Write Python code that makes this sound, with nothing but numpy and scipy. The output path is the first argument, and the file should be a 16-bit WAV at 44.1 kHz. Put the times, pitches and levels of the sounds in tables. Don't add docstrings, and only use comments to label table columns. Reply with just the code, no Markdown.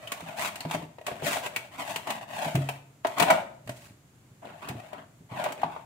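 import sys
import numpy as np
from scipy import signal
from scipy.fft import rfft, irfft, next_fast_len
from scipy.io import wavfile
from scipy.ndimage import uniform_filter1d

SR = 44100
rng = np.random.default_rng(int(sys.argv[2]) if len(sys.argv) > 2 else 0)


def transcribe(signal):
    frames = np.atleast_2d(signal).T
    limited = np.clip(frames, -1, 1)
    pcm = np.round(limited * 32767).astype(np.int16)
    wavfile.write(sys.argv[1], SR, pcm)


N = 258063
TIME_S = np.arange(N) / SR
FREQS_HZ = np.fft.rfftfreq(8192, 1 / SR)

# 3 x t/s (once sorted: start, fastest, end), level/dB, sharpness/dB (< 0: flat on wood)
SLIDE_STROKES = [(0.257, 0.288, 0.35, -42.5, -3), (0.361, 0.454, 0.5, -34, 5.5),
                 (.7, 0.764, 0.75, -37.5, 3.5), (1.057, 1.085, 1.133, -38.5, -3),
                 (1.174, 1.232, 1.35, -45.5, -2), (1.227, 1.253, 1.426, -33, 6.5),
                 (1.412, 1.465, 1.48, -37, 1), (1.773, 1.801, 1.853, -35, 0.5),
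                 (1.837, 1.91, 1.963, -39.5, 4.5), (2.06, 2.096, 2.21, -38, -3),
                 (2.213, 2.211, 2.25, -43.5, -3), (2.268, 2.464, 2.51, -35, 0),
                 (2.49, 2.52, 2.82, -46.5, 2.5), (3.161, 3.212, 3.247, -24.5, -9.5),
                 (3.255, 3.282, 3.433, -27, -10.5), (3.637, 3.772, 3.96, -62, 13.5),
                 (4.417, 4.451, 4.59, -45, -10), (4.614, 4.634, 4.76, -41.5, -9),
                 (4.754, 4.772, 4.9, -52.5, -6), (4.898, 4.96, 5.06, -44.5, -17),
                 (5.287, 5.426, 5.55, -36.5, -8), (5.553, 5.61, 5.86, -45.5, -8.5)]
# start t/s, end t/s, level/dB
GRIP_CREEPS = [(0, 0.851, -49.5), (1.049, 1.68, -52), (1.719, 2.17, -48), (2.28, 2.68, -53.5),
               (3.049, 3.173, -47.5), (4.56, 4.92, -57)]
# f/Hz, level/dB
SLIDE_SPECTRUM = [(40, -42), (130, -11), (230, -8.5), (430, -12), (620, 0), (900, -6), (1250, -9),
                  (2600, -4), (3600, -10), (5500, -20.5), (7500, -17.5), (11000, -24), (15500, -26)]
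# t/s, level/dB, panel f/Hz, ring re crack/dB
TRAY_BUCKLES = [(.073, -43.5, 2960, 6.5), (.118, -29, 1110, -13), (0.556, -37, 2880, -22),
                (0.605, -36.5, 4350, 0.5), (0.71, -33.5, 3370, -5), (1.065, -31.5, 1020, -7.5),
                (1.461, -35.5, 2630, 4), (1.561, -28, 2423, 3), (1.959, -29.5, 2880, -4.5),
                (2.103, -30, 694, -8), (2.552, -32, 710, -3), (2.688, -34.5, 2610, 4.5),
                (3.068, -36.5, 870, -3), (3.182, -31.5, 734, -2), (3.198, -21, 3010, -5.5),
                (3.303, -24, 2223, 5.5), (4.686, -36.5, 505, -6), (5.521, -39, 690, -1)]
# t/s, level/dB, hardness/dB (< 0: cushioned), panel f/Hz
PANEL_KNOCKS = [(.205, -41, -5.5, 700), (.65, -33.5, -21, 660), (0.71, -30, -14, 876),
                (.746, -27, -16, 620), (.984, -40, -22, 556), (1.012, -44, -14, 626),
                (1.082, -28.5, -44, 695), (1.114, -29.5, -26, 595), (1.221, -32, -22, 560),
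                (1.368, -27.5, -14, 700), (1.46, -37, -8, 900), (2.071, -32, -9, 820),
                (2.553, -30, -12, 684), (2.688, -28, -14, 697), (3.047, -20.5, -26, 675),
                (3.2, -21, -8.5, 700), (3.223, -17.5, -7, 720), (3.301, -8.5, -34.5, 854),
                (3.674, -44, -2, 640), (3.692, -35, -4, 630), (4.93, -38, -14, 650),
                (5.439, -33, -1.5, 730), (5.461, -23.5, -29, 681), (5.616, -40.5, -8.5, 820),
                (5.632, -19.5, -39, 830), (5.763, -32, -53, 800)]
# f/Hz, level/dB
CRACK_SPECTRUM = [(60, -30.5), (250, 3.5), (550, -3), (900, 0), (1400, -3), (2500, 0.5), (3600, -7),
                  (5300, -16), (7800, -11.5), (11000, -18), (15500, -18)]
# t/s, level/dB, pitch ratio
SOFT_BUMPS = [(0.219, -43, 1.2), (0.648, -33, 1.16), (.742, -30.5, 1.18), (0.809, -38.5, 1.15),
              (1.114, -41.5, .92), (1.222, -36.5, 1.1), (2.459, -34, 1.1), (3.21, -31, 1.26),
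              (3.661, -44, 0.826), (3.688, -38, .91), (3.899, -47, 0.79), (4.308, -52.5, 0.824),
              (4.696, -34, 0.96), (4.741, -37, 0.83), (5.204, -48, 1.17), (5.312, -38, 0.94),
              (5.635, -38, 1.17)]
# f/Hz, level/dB, base t60/s
SHELF_MODES = [(96.3, -10.5, 0.37), (136.9, -1, 0.62), (159, 0, 0.19), (229.3, -14, 0.25),
               (274.6, -21, 0.81), (348, -20, 0.37)]
# t/s, left-right/dB
HAND_PAN = [(0, -1), (1.2, 0.5), (2.6, 0), (3.2, 1.5), (3.7, -1.5), (4.8, 1), (5.4, 0.5)]
# f/Hz, width/Hz, gain/dB
ALCOVE_MODES = [(378.7, 21, 8), (574, 89, 5), (686.4, 49, 4.5), (784, 37, 0.5), (909, 71, 6.5),
                (1018, 42, 4), (1380, 19, 1.5), (1900, 34, 4.5), (2230, 25.34, -0.5), (2415, 76, 0),
                (2900, 32, 1)]
# f/Hz, t60/s
ROOM_DECAY = [(120, 1), (700, 0.51), (2500, 0.46), (6000, 0.43), (15000, 0.33)]
# f/Hz, level/dB
NOISE_SPECTRUM = [(25, -23), (60, -9), (125, 6.5), (190, -5.5), (300, -6.5), (480, -14.5), (1500, -18.5),
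                  (5500, -28), (7100, -22), (9000, -27.5), (15500, -32)]
# f/Hz, coherence
PORT_COHERENCE = [(130, 0.98), (300, 0.92), (700, 0.54), (1300, 0), (16000, 0)]
# f/Hz, left-right/dB
PORT_BALANCE = [(350, -0.5), (700, 5.5), (1290, -2.5), (2400, 3.5), (8100, -0.5), (14000, 4)]


def scrapes(slips_per_s=1600, spread_db=3.0, judder_db=2, judder_hz=90, mirror_s=0.0011, travel_hz=9):
    slips = (rng.random(N) < slips_per_s / SR) * amp(spread_db * np.minimum(rng.exponential(1, N), 5))
    friction = unit(slips * rng.choice([-1., 1.], (2, N))) + 0.77 * rng.standard_normal((2, N))
    friction = ports(friction * amp(judder_db * wander(judder_hz)))
    delay_s = mirror_s * (1 + 0.35 * wander(travel_hz))
    echo_index = np.round((TIME_S - delay_s) * SR).astype(int)
    friction = friction + 0.6 * friction.take(echo_index, axis=1, mode="clip")
    gains = registers() * amp(lookup(SLIDE_SPECTRUM, FREQS_HZ))
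    return sum(np.sqrt(power) * unit(colour(friction, gain)) for power, gain in zip(slide_power(), gains))


def slide_power(swell=0.98, grip_fade_s=0.028, grip_sharp_db=-0.5, rasp_db=-1, fizz_db=-6.5):
    moves = []
    for *times_s, db, sharp_db in SLIDE_STROKES:
        speed = np.sin(np.pi / 2 * np.interp(TIME_S, np.sort(times_s), [0, 1, 0]))
        moves.append((speed ** swell, db, sharp_db))
    for start_s, end_s, db in GRIP_CREEPS:
        inside_s = np.minimum(TIME_S - start_s, end_s - TIME_S)
        moves.append((np.clip(inside_s / grip_fade_s + 0.5, 0, 1), db, grip_sharp_db))
    power = np.zeros((3, N))
    for envelope, db, sharp_db in moves:
        band_db = np.array([[0], [rasp_db + 0.52 * sharp_db], [fizz_db + sharp_db]])
        power += (envelope * amp(db + band_db)) ** 2
    return power


def snaps():
    out = np.zeros((2, N))
    for t_s, db, panel_hz, ring_db in TRAY_BUCKLES:
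        snap = panel(panel_hz, t60_s=0.042, crack_db=0, ring_db=ring_db, treble_db=-0.5, width_hz=560)
        add(out, t_s, amp(db) * snap)
    return out


def knocks(ref_t60_s=0.043, ref_db=-28.5, doubling_db=26.5):
    out = np.zeros((2, N))
    for t_s, db, hard_db, panel_hz in PANEL_KNOCKS:
        t60_s = ref_t60_s * 2 ** ((db - ref_db) / doubling_db)
        knock = panel(panel_hz, t60_s, crack_db=1 + 0.48 * hard_db, ring_db=0,
                      treble_db=hard_db, width_hz=620)
        add(out, t_s, amp(db) * knock)
    return out


def panel(panel_hz, t60_s, crack_db, ring_db, treble_db, width_hz, note_t60_s=0.036, rise_s=0.0026):
    t = np.arange(SR // 5) / SR
    low, middle, top = registers() * amp(lookup(CRACK_SPECTRUM, FREQS_HZ))
    attack = 1 - np.exp(-t / rise_s)
    decay_db = -60 * t / t60_s
    chatter = port_noise(len(t)) * attack
    crack = peaked(colour(chatter * amp(decay_db), amp(-6) * low + middle))
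    treble = peaked(colour(chatter * amp(decay_db / 0.82), top))
    detuning = panel_hz / width_hz * (FREQS_HZ / panel_hz - panel_hz / (FREQS_HZ + 1))
    clatter = peaked(colour(port_noise(len(t)) * amp(decay_db), 1 / (1 + detuning ** 2)))
    port_phase_rad = np.array([[0.38], [0]])
    note = peaked(np.sin(2 * np.pi * panel_hz * t + port_phase_rad) * amp(-60 * t / note_t60_s) * attack)
    ring = amp(-7) * note + amp(-1) * clatter
    return amp(crack_db) * crack + amp(ring_db) * ring + amp(treble_db) * treble


def bumps(boom_s=2.546, boom_db=-19.5):
    out = np.zeros((2, N))
    add(out, boom_s, amp(boom_db) * boom(t60_ratio=0.82, pitch_ratio=1))
    for t_s, db, pitch_ratio in SOFT_BUMPS:
        add(out, t_s, amp(db) * boom(t60_ratio=0.39, pitch_ratio=pitch_ratio))
    return out


def boom(t60_ratio, pitch_ratio, rise_s=0.0043, thud_t60_s=0.26, base_thud_hz=250):
    t = np.arange(SR * 3 // 4) / SR
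    push = 1 - np.exp(-(t / rise_s) ** 2)
    modes = np.zeros(len(t))
    for hz, db, t60_s in SHELF_MODES:
        envelope = amp(db - 60 * t / (t60_s * t60_ratio))
        modes += envelope * np.sin(2 * np.pi * (hz * pitch_ratio * t + rng.random()))
    puff = port_noise(len(t)) * amp(-60 * t / thud_t60_s)
    f_ratio = FREQS_HZ / (base_thud_hz * pitch_ratio)
    thud = colour(puff * push, f_ratio ** 2 / (1 + f_ratio ** 5))
    return peaked(modes[None] * push) + amp(-13) / t60_ratio * peaked(thud)


def alcove(x, through_db=-2, walls_db=-7, walls_t60_s=0.12, room_db=-10.5):
    peaks_db = sum(db / (1 + (2 * (FREQS_HZ - hz) / width_hz) ** 2) for hz, width_hz, db in ALCOVE_MODES)
    direct = colour(x, amp(peaks_db + through_db))
    walls = reflections(direct, [(100, walls_t60_s), (16000, walls_t60_s)], delay_s=0.002)
    room = reflections(direct, ROOM_DECAY, delay_s=0.009)
    return direct + amp(walls_db) * walls + amp(room_db) * room


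def reflections(x, decay_table, delay_s):
    hz, t, spectrum = signal.stft(port_noise(SR * 3 // 4), SR, nperseg=256)
    decay = amp(-60 * t / lookup(decay_table, hz)[:, None])
    tail = signal.istft(spectrum * decay, SR, nperseg=256)[1]
    tail = np.pad(tail, ((0, 0), (round(delay_s * SR), 0)))
    return signal.fftconvolve(x, tail / np.linalg.norm(tail[0]), axes=1)[:, :N]


def room_noise(level_db=-57.5):
    return amp(level_db) * unit(colour(port_noise(N), amp(lookup(NOISE_SPECTRUM, FREQS_HZ))))


def ports(pair):
    size = next_fast_len(pair.shape[1])
    a, b = rfft(pair, size)
    coherence = lookup(PORT_COHERENCE, np.fft.rfftfreq(size, 1 / SR))
    mid = a * np.sqrt((1 + coherence) / 2)
    side = b * np.sqrt((1 - coherence) / 2)
    return irfft(np.array([mid + side, mid - side]), size)[:, :pair.shape[1]]


def port_noise(samples):
    return ports(rng.standard_normal((2, samples)))


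def registers(crossovers_hz=(1400, 4500)):
    low, below_top = (1 / (1 + (FREQS_HZ / hz) ** 8) for hz in crossovers_hz)
    return np.sqrt([low, (1 - low) * below_top, 1 - below_top])


def colour(x, gain):
    log_gain = np.log(np.maximum(np.r_[gain, gain[-2:0:-1]], 1e-5))
    response = np.exp(np.conj(signal.hilbert(log_gain)))[:len(gain)]
    taps = irfft(response)[:len(gain)]
    return signal.fftconvolve(x, taps[None], axes=1)[:, :x.shape[1]]


def wander(hz):
    return unit(np.interp(TIME_S * hz, np.arange(N), rng.standard_normal(N)))


def lookup(table, hz):
    table_hz, values = np.transpose(table)
    return np.interp(np.log(hz + 1), np.log(table_hz + 1), values)


def add(mix, t_s, sound):
    part = mix[:, round(t_s * SR):][:, :sound.shape[1]]
    part += sound[:, :part.shape[1]]


def amp(db):
    return 10 ** (np.asarray(db) / 20)


def unit(x):
    return x / np.sqrt(np.mean(x ** 2) + 1e-20)


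def peaked(x):
    return x / np.sqrt(uniform_filter1d((x ** 2).mean(0), 176).max() + 1e-20)


def scene():
    pan_db = np.interp(TIME_S, *np.transpose(HAND_PAN))
    pan = amp([pan_db / 2, -pan_db / 2])
    left, right = alcove(pan * (scrapes() + snaps() + knocks()))
    balance_db = lookup(PORT_BALANCE, FREQS_HZ)
    left = colour(left[None], amp(balance_db / 2))
    right = colour(right[None], amp(-balance_db / 2))
    return np.vstack([left, right]) + bumps() + room_noise()


def record(dry):
    taps = signal.firwin(301, 15750, window=("kaiser", 9), fs=SR)
    return signal.oaconvolve(dry, taps[None], "same")


dry = scene()
out = record(dry)
transcribe(out)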